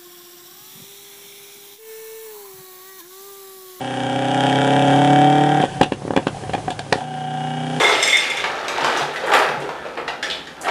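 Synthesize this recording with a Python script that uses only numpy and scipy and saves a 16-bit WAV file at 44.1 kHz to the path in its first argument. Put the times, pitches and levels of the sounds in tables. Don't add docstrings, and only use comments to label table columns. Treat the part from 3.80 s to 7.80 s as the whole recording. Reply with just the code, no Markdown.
import sys
import numpy as np
from scipy import signal
from scipy.fft import rfft, irfft
from scipy.io import wavfile
from scipy.ndimage import uniform_filter1d

SR = 44100
rng = np.random.default_rng(int(sys.argv[2]) if len(sys.argv) > 2 else 0)


def persist_wave(psi):
    counts = np.round(np.clip(psi, -1, 1) * 32767).astype(np.int16)
    wavfile.write(sys.argv[1], SR, np.atleast_2d(counts).T)


def magnitude_from_level(level_db):
    exponent = np.asarray(level_db, float) / 20
    return 10 ** exponent


N = 176400


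def curve(t, table, column=1):
    points = np.array(table).T
    return np.interp(t, points[0], points[column])


def band(x, hz, width):
    return signal.lfilter(*signal.iirpeak(hz, hz / width, fs=SR), x)


def double_band(x, hz, width):
    return band(band(x, hz, width), hz, width)


def bank(x, table):
    return sum(magnitude_from_level(db) * band(x, hz, width) for hz, width, db in table)


def band_pass(x, order, edges_hz):
    return signal.sosfilt(signal.butter(order, edges_hz, "band", fs=SR, output="sos"), x)


def unit(x):
    return x / np.sqrt(np.mean(x ** 2))


def colour(table):
    f = np.arange(N // 2 + 1) * SR / N + 1
    hz, db = np.array(table).T
    shape = magnitude_from_level(np.interp(np.log(f), np.log(hz), db))
    return unit(irfft(rfft(rng.standard_normal(N)) * shape, N))


def walk(rate):
    k = int(SR / rate)
    return unit(uniform_filter1d(uniform_filter1d(rng.standard_normal(N), k), k))


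def clicks(at, size):
    out = np.zeros(N + 2)
    i = np.clip(at * SR, 0, N - 1)
    np.add.at(out, i.astype(int), size * (1 - i % 1))
    np.add.at(out, i.astype(int) + 1, size * (i % 1))
    return out[:N]


# (time [s], shut [0-1])
THROTTLE = [
    (1.84, 0),
    (1.88, 1),
    (3.14, 1),
    (3.2, 0),
]


def throttle_shut(t):
    return curve(t, THROTTLE)


# (time [s], engine cycles [1/s])
SPEED = [(0, 31.8), (.15, 31.6), (.3, 31.9), (1.1, 34.5), (1.66, 36.75), (1.76, 37.1), (1.85, 36.6),
         (2.3, 34.9), (3.2, 30.3), (3.45, 29.98), (3.6, 30.2), (4, 31.35)]
CYCLE_START = 1.638


def crank(t):
    speed = curve(t, SPEED)
    cycles = np.cumsum(speed) / SR
    return speed, 4 * (cycles - cycles[int(CYCLE_START * SR)] % 1)


# (full load [dB], late [ms], part load [dB], late [ms], gas rasp [dB])
CYLINDERS = [(4.5, -0.026, -1.5, -0.033, 6.5), (5, -0.386, 0.5, -0.64, -2), (-1, -0.824, -15, -0.42, -3.5),
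             (4.7, 0.037, -4.5, 0.245, -1)]
# (level [dB], late [ms], gas rasp [dB])
EARLY = [(2.6, 0.035, -0.5), (3, -0.0011, 5.5), (3.5, -0.369, -6), (0, -0.78, -4)]
# [time [s], time [s]]
BOOST = [1.02, 1.2]
PART_LOAD_S = 2.0
SCATTER_DB, JITTER_MS = .8, .025


def firings(t, turns):
    k = np.arange(int(turns[-1]))
    jitter, scatter, rasp_scatter = rng.standard_normal((len(k), 3)).T
    at = np.interp(k, turns, t)
    part = at > PART_LOAD_S
    boost = np.interp(at, BOOST, [0, 1])
    c = (k + 2 * part) % 4
    full_db, full_ms, part_db, part_ms, rasp = np.array(CYLINDERS).T[:, c]
    early = np.array(EARLY).T[:, c]
    size_db, late_ms, rasp_db = (1 - boost) * early + boost * np.array([full_db, full_ms, rasp])
    at = at + (np.where(part, part_ms, late_ms) + JITTER_MS * jitter) / 1000
    size_db = np.where(part, part_db, size_db) + SCATTER_DB * scatter
    return at, size_db, rasp_db + 1.2 * rasp_scatter


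# (frequency [Hz], width [Hz], level [dB])
PIPE = [(177, 96, -5), (221, 126, -21), (230, 49, -8), (289.6, 58.5, -6.5), (436, 25, -9), (556, 125, -6.5)]
TAIL_PIPE = [(754, 17, -7), (765.4, 43.2, 2), (821, 15, -16)]
# (frequency [Hz], width [Hz], level [dB], rise per cycle/s of speed [dB])
TAIL_BOX = [(1183.5, 62, -21.5, 0.9), (1358, 34, -18, -0.1), (1541, 144, -18, 0.2), (1578.6, 46, -17, -1.5),
            (1800, 214, -24, 1.2), (2295, 108, -20.5, 0.3), (2912, 110, -20, -2.2), (3247, 117, -18, -0.46)]
MID_SPEED = 33
PIPE_BAND_HZ, PART_PIPE_DB = [82, 830], -6.5


def exhaust_note(t, speed, pulses, sharp):
    into_pipe = pulses * magnitude_from_level(PART_PIPE_DB * (t > PART_LOAD_S))
    note = band_pass(bank(into_pipe, PIPE) + bank(sharp, TAIL_PIPE), 6, PIPE_BAND_HZ)
    for hz, width, db, rise in TAIL_BOX:
        note = note + magnitude_from_level(db + rise * (speed - MID_SPEED)) * double_band(sharp, hz, width)
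    return unit(note)


# (frequency [Hz], level per Hz [dB])
GAS = [(500, 2), (900, 1), (1300, -19), (1580, 6.5), (2000, -18), (3150, 0), (4000, -22.5), (7800, -16),
       (10500, -24)]
# [low [Hz], high [Hz]]
REPEAT_BAND = [1300, 5000]
PUFF_LEAD_S, PUFF_SHARE, PUFF_DEPTH = .0014, .17, .6
REPEAT_DB, HISS_DB = -4, -3


def gas_rasp(t, at, rasp_db):
    valves = clicks(at - PUFF_LEAD_S, magnitude_from_level(rasp_db))
    noise = colour(GAS)
    u = np.arange(441) / 441 / PUFF_SHARE
    swell = u * np.exp(-2 * u)
    puff = signal.fftconvolve(valves, swell)[:N]
    repeat = signal.fftconvolve(valves, noise[:441] * swell)[:N]
    pulling = 1 - throttle_shut(t)
    depth = PUFF_DEPTH * pulling
    hiss = unit(noise * (1 - depth + depth * unit(puff)) * magnitude_from_level(.7 * walk(9)))
    return magnitude_from_level(HISS_DB) * hiss + magnitude_from_level(REPEAT_DB) * pulling * unit(band_pass(repeat, 2, REPEAT_BAND))


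# (multiple of cycle rate, level over the firing [dB], lag [turns of the tone])
DRONE = [(5, -8.5, .05), (7, -18.5, .3), (8, -14, 0.64), (13, -22, 0.22), (17, -21, 0.72)]
DRONE_FROM_S, DRONE_RISE_S = 3.2, 0.047


def pull_drone(t, turns):
    tones = sum(magnitude_from_level(db) * np.sin(2 * np.pi * (order * turns / 4 - lag)) for order, db, lag in DRONE)
    return tones * np.clip((t - DRONE_FROM_S) / DRONE_RISE_S, 0, 1)


# (time [s], firing level [dB], blow-down sharpness [dB], gas level [dB])
LOAD = [(0, -26, 4, -24.5), (.13, -25, 2.2, -21.5), (.27, -21.5, 3.5, -20.5), (.7, -16, 3, -12),
        (1.18, -14.5, 1, -14), (1.4, -15.5, 0, -15), (1.8, -19, 4, -19), (1.843, -31.5, 13, -13.5),
        (1.872, -47.5, 10.5, -23.5), (1.98, -36.5, 5.5, -23.5), (2.2, -34, -5, -52), (2.56, -43, 10, -42),
        (2.68, -37.5, 8, -34), (3.12, -41.5, 7, -36), (3.16, -23, -7, -23), (3.27, -26.5, 3.5, -32.5),
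        (3.65, -20.5, 3, -27), (4, -17.5, 0.7, -23.5)]
GAS_DB = -11.5


def engine(t):
    speed, turns = crank(t)
    at, size_db, rasp_db = firings(t, turns)
    pulses = clicks(at, magnitude_from_level(size_db))
    sharp = pulses * magnitude_from_level(curve(t, LOAD, 2))
    tone = exhaust_note(t, speed, pulses, sharp) + pull_drone(t, turns)
    gas = gas_rasp(t, at, rasp_db)
    return tone * magnitude_from_level(curve(t, LOAD, 1)) + gas * magnitude_from_level(GAS_DB + curve(t, LOAD, 3))


# (late [s], level [dB])
ECHOES = [(.0105, -23.5), (.0135, -29), (0.022, -23.5), (.031, -33.5)]
ROOM_T60_S, ROOM_DB, ROOM_HZ, ROOM_RISE_S = .14, -14, 5000, 0.0074


def room(x):
    u = np.arange(SR // 2) / SR
    late, db = np.array(ECHOES).T
    tail = signal.lfilter(*signal.butter(1, ROOM_HZ, fs=SR), rng.standard_normal(len(u)))
    tail = tail * magnitude_from_level(-60 * u / ROOM_T60_S) * np.clip(u / ROOM_RISE_S, 0, 1)
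    response = magnitude_from_level(ROOM_DB) * tail / np.sqrt(np.sum(tail ** 2)) + clicks(late, magnitude_from_level(db))[:len(u)]
    return signal.fftconvolve(x, response)[:N]


def tones(t, table, wander_db):
    return sum(magnitude_from_level(db + wander_db * walk(15)) * np.sin(2 * np.pi * hz * t) for hz, db in table)


# (frequency [Hz], level per Hz [dB])
SHOP = [(30, 11), (90, -10), (140, -14), (400, -5), (900, -11), (1300, -18.5), (3300, -24), (9500, -28),
        (12000, -36)]
# (frequency [Hz], level [dB])
HUMS = [(5130, -64), (6316, -61), (9419, -63)]
# (frequency [Hz], level [dB])
OVERRUN_TONES = [(107, -37), (139, -40.5)]
SHOP_DB = -32


def shop(t):
    hums = tones(t, HUMS, 1.2) + tones(t, OVERRUN_TONES, 3) * throttle_shut(t)
    return magnitude_from_level(SHOP_DB + 1.8 * walk(8.8)) * colour(SHOP) + hums


# (time [s], thump [dB], ring [dB], crack [dB], crack centre [Hz])
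BANGS = [(1.8012, -2, -10, -13, 1520), (1.838, 0.5, -1.5, -20, 1500), (2.0125, 8, 6, -5.5, 2620),
         (2.0334, -10, -23, -20, 3500), (2.043, -30, -31, -18, 3000), (2.1215, -2.5, -9.5, -15, 2280),
         (2.2203, -18, -22, -36, 1200), (2.2518, -11.5, -28, -42, 1200), (2.279, -10, -18, -27.5, 1800),
         (2.307, -4, -7.5, -21, 1300), (2.336, -11, -10, -23, 1500), (2.364, -1, -1.5, -9, 2230),
         (2.3749, 1.5, -7, -8, 1800), (2.4696, -1.5, -8, -12, 2250), (2.637, -18, -26, -30, 1700),
         (2.6954, -12.5, -14.5, -24, 1500), (2.7346, -13.5, -13, -15.5, 2900), (2.75, -8, -12, -17.5, 2500),
         (2.78, -15, -21, -29, 2000), (2.88, -11, -25, -21, 1410), (2.9044, -14, -17, -19, 4500),
         (2.992, -18, -29, -14, 4100), (3.065, -20, -23, -42, 1200), (3.1256, -1.5, 2.5, -1.5, 1820),
         (3.1568, -11, -32, -44, 1500)]
# (frequency [Hz], width [Hz], level [dB])
BANG_RING = [(523, 240, 0), (780, 77, 9.5), (1070, 200, -15), (1340, 190, -20), (1780, 170, -18)]
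BANG_CRACK = [(1190, 250, 18), (1646, 340, 19), (2370, 250, 8.5), (2800, 240, 10.5), (3250, 100, 10),
              (4100, 130, -12), (7140, 1400, 3.5)]
PUSH_MS, PUSH_MS_PER_DB = 1.2, .004
PUSH_BEFORE, PUSH_AFTER = 0.48, 0.24
SPIT_S, SPIT_DB = .003, -12
CRACK_S, CRACK_SHARE = .006, 0.77
SNAP_S, SNAP_DB = 0.0019, 8.5


def bangs():
    out = np.zeros(N + 4096)
    u = np.arange(4096) / SR - SPIT_S
    decay = np.exp(-u / CRACK_S) + magnitude_from_level(SNAP_DB) * np.exp(-u / SNAP_S)
    shape = np.where(u > 0, decay, magnitude_from_level(SPIT_DB))
    for at, thump_db, ring_db, crack_db, hz in BANGS:
        v = u * 1000 / max(PUSH_MS + PUSH_MS_PER_DB * thump_db, .3)
        push = -np.exp(-(2 * v - 1) ** 2 * 1.5)
        push += PUSH_AFTER * np.exp(-(v - 1.5) ** 2 * 4)
        push += PUSH_BEFORE * np.exp(-(v + .6) ** 2 * 4)
        ring = bank(np.gradient(push), BANG_RING)
        crack = band(bank(rng.standard_normal(4096) * shape, BANG_CRACK), hz, CRACK_SHARE * hz)
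        i = int((at - SPIT_S) * SR)
        out[i:i + 4096] += magnitude_from_level(thump_db) * push
        out[i:i + 4096] += magnitude_from_level(ring_db) * ring / abs(ring).max()
        out[i:i + 4096] += magnitude_from_level(crack_db) * crack / abs(crack).max()
    return out[:N]


# (time [s], length [ms], ring [dB], rasp [dB], rasp centre [Hz])
BURNS = [(1.812, 14, -14, -19, 3170), (2.029, 11.3, -31, -8, 2800), (2.131, 11.6, -43, -27, 2900),
         (2.385, 13, -17, -34, 2700), (2.426, 10, -29, -32, 2600), (2.478, 10.6, -25.5, -23, 3060),
         (2.543, 22, -24.5, -43, 3000), (2.56, 23, -23, -35.5, 3030), (2.633, 11.3, -26, -33.5, 3100),
         (2.692, 22, -31, -29, 2800), (2.735, 20, -11.5, -25, 3060), (2.778, 27, -26, -39, 2960),
         (2.875, 15.4, -15.5, -33, 3200), (2.903, 36, -17.5, -27, 3250), (2.991, 23, -22.5, -34, 3160),
         (3.136, 7.5, -40, -39, 2970), (3.153, 6.7, -27, -39, 3000), (3.166, 4.8, -30, -36, 3200),
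         (3.175, 18, -19, -30, 3180), (3.2, 38, -20.5, -33, 3120), (3.1245, 9.4, -5.5, -10.5, 4100),
         (3.125, 8.4, -22, -9, 1800), (2.012, 7, -5, -14.5, 3860), (2.062, 6.8, -28, -36, 3600),
         (3.507, 15, -30, -36, 3180)]
BURN_RING_HZ, BURN_RING_WIDTH = 771, 133
RASP_SHARE, RASP_LOW_DB = .12, -5.5


def burns():
    out = np.zeros(N + 4096)
    u = np.arange(4096) / SR
    for at, ms, ring_db, rasp_db, hz in BURNS:
        v = u * 1000 / ms
        swell = np.where(v < 1, np.sin(np.pi * np.clip(v, 0, 1) ** .6), 0)
        fire = rng.standard_normal(4096) * swell
        ring = double_band(fire, BURN_RING_HZ, BURN_RING_WIDTH)
        rasp = band(fire, hz, RASP_SHARE * hz)
        rasp = rasp + magnitude_from_level(RASP_LOW_DB) * band(fire, hz / 2, RASP_SHARE * hz)
        i = int(at * SR)
        out[i:i + 4096] += magnitude_from_level(ring_db) * ring / abs(ring).max()
        out[i:i + 4096] += magnitude_from_level(rasp_db) * rasp / abs(rasp).max()
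    return out[:N]


# (frequency [Hz], level per Hz [dB])
BUFFET = [(20, 40), (50, 13), (80, 3.5), (110, -10), (150, 7.5), (220, -6), (500, -54)]
BUFFET_DB = -6.5


def buffet(t):
    return magnitude_from_level(BUFFET_DB + 2 * walk(9.1)) * colour(BUFFET) * throttle_shut(t)


ENGINE_ROOM_DB = 1


def scene():
    t = np.arange(N) / SR
    run = engine(t)
    pops = bangs() + burns()
    returns = room(magnitude_from_level(ENGINE_ROOM_DB) * run + pops)
    return (run + pops + returns + shop(t) + buffet(t))[None]


def roll_off(x):
    return signal.sosfilt(signal.butter(12, 12160, fs=SR, output="sos"), x)


BASS_HZ, TOP_HZ, CLIP = 90, 11030, .71


def record(dry):
    x = signal.sosfilt(signal.butter(4, BASS_HZ, "high", fs=SR, output="sos"), dry)
    x = signal.sosfilt(signal.cheby1(10, .5, TOP_HZ, fs=SR, output="sos"), x)
    mix = np.clip(x, -CLIP, CLIP)
    return roll_off(mix)


dry = scene()
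out = record(dry)
persist_wave(out)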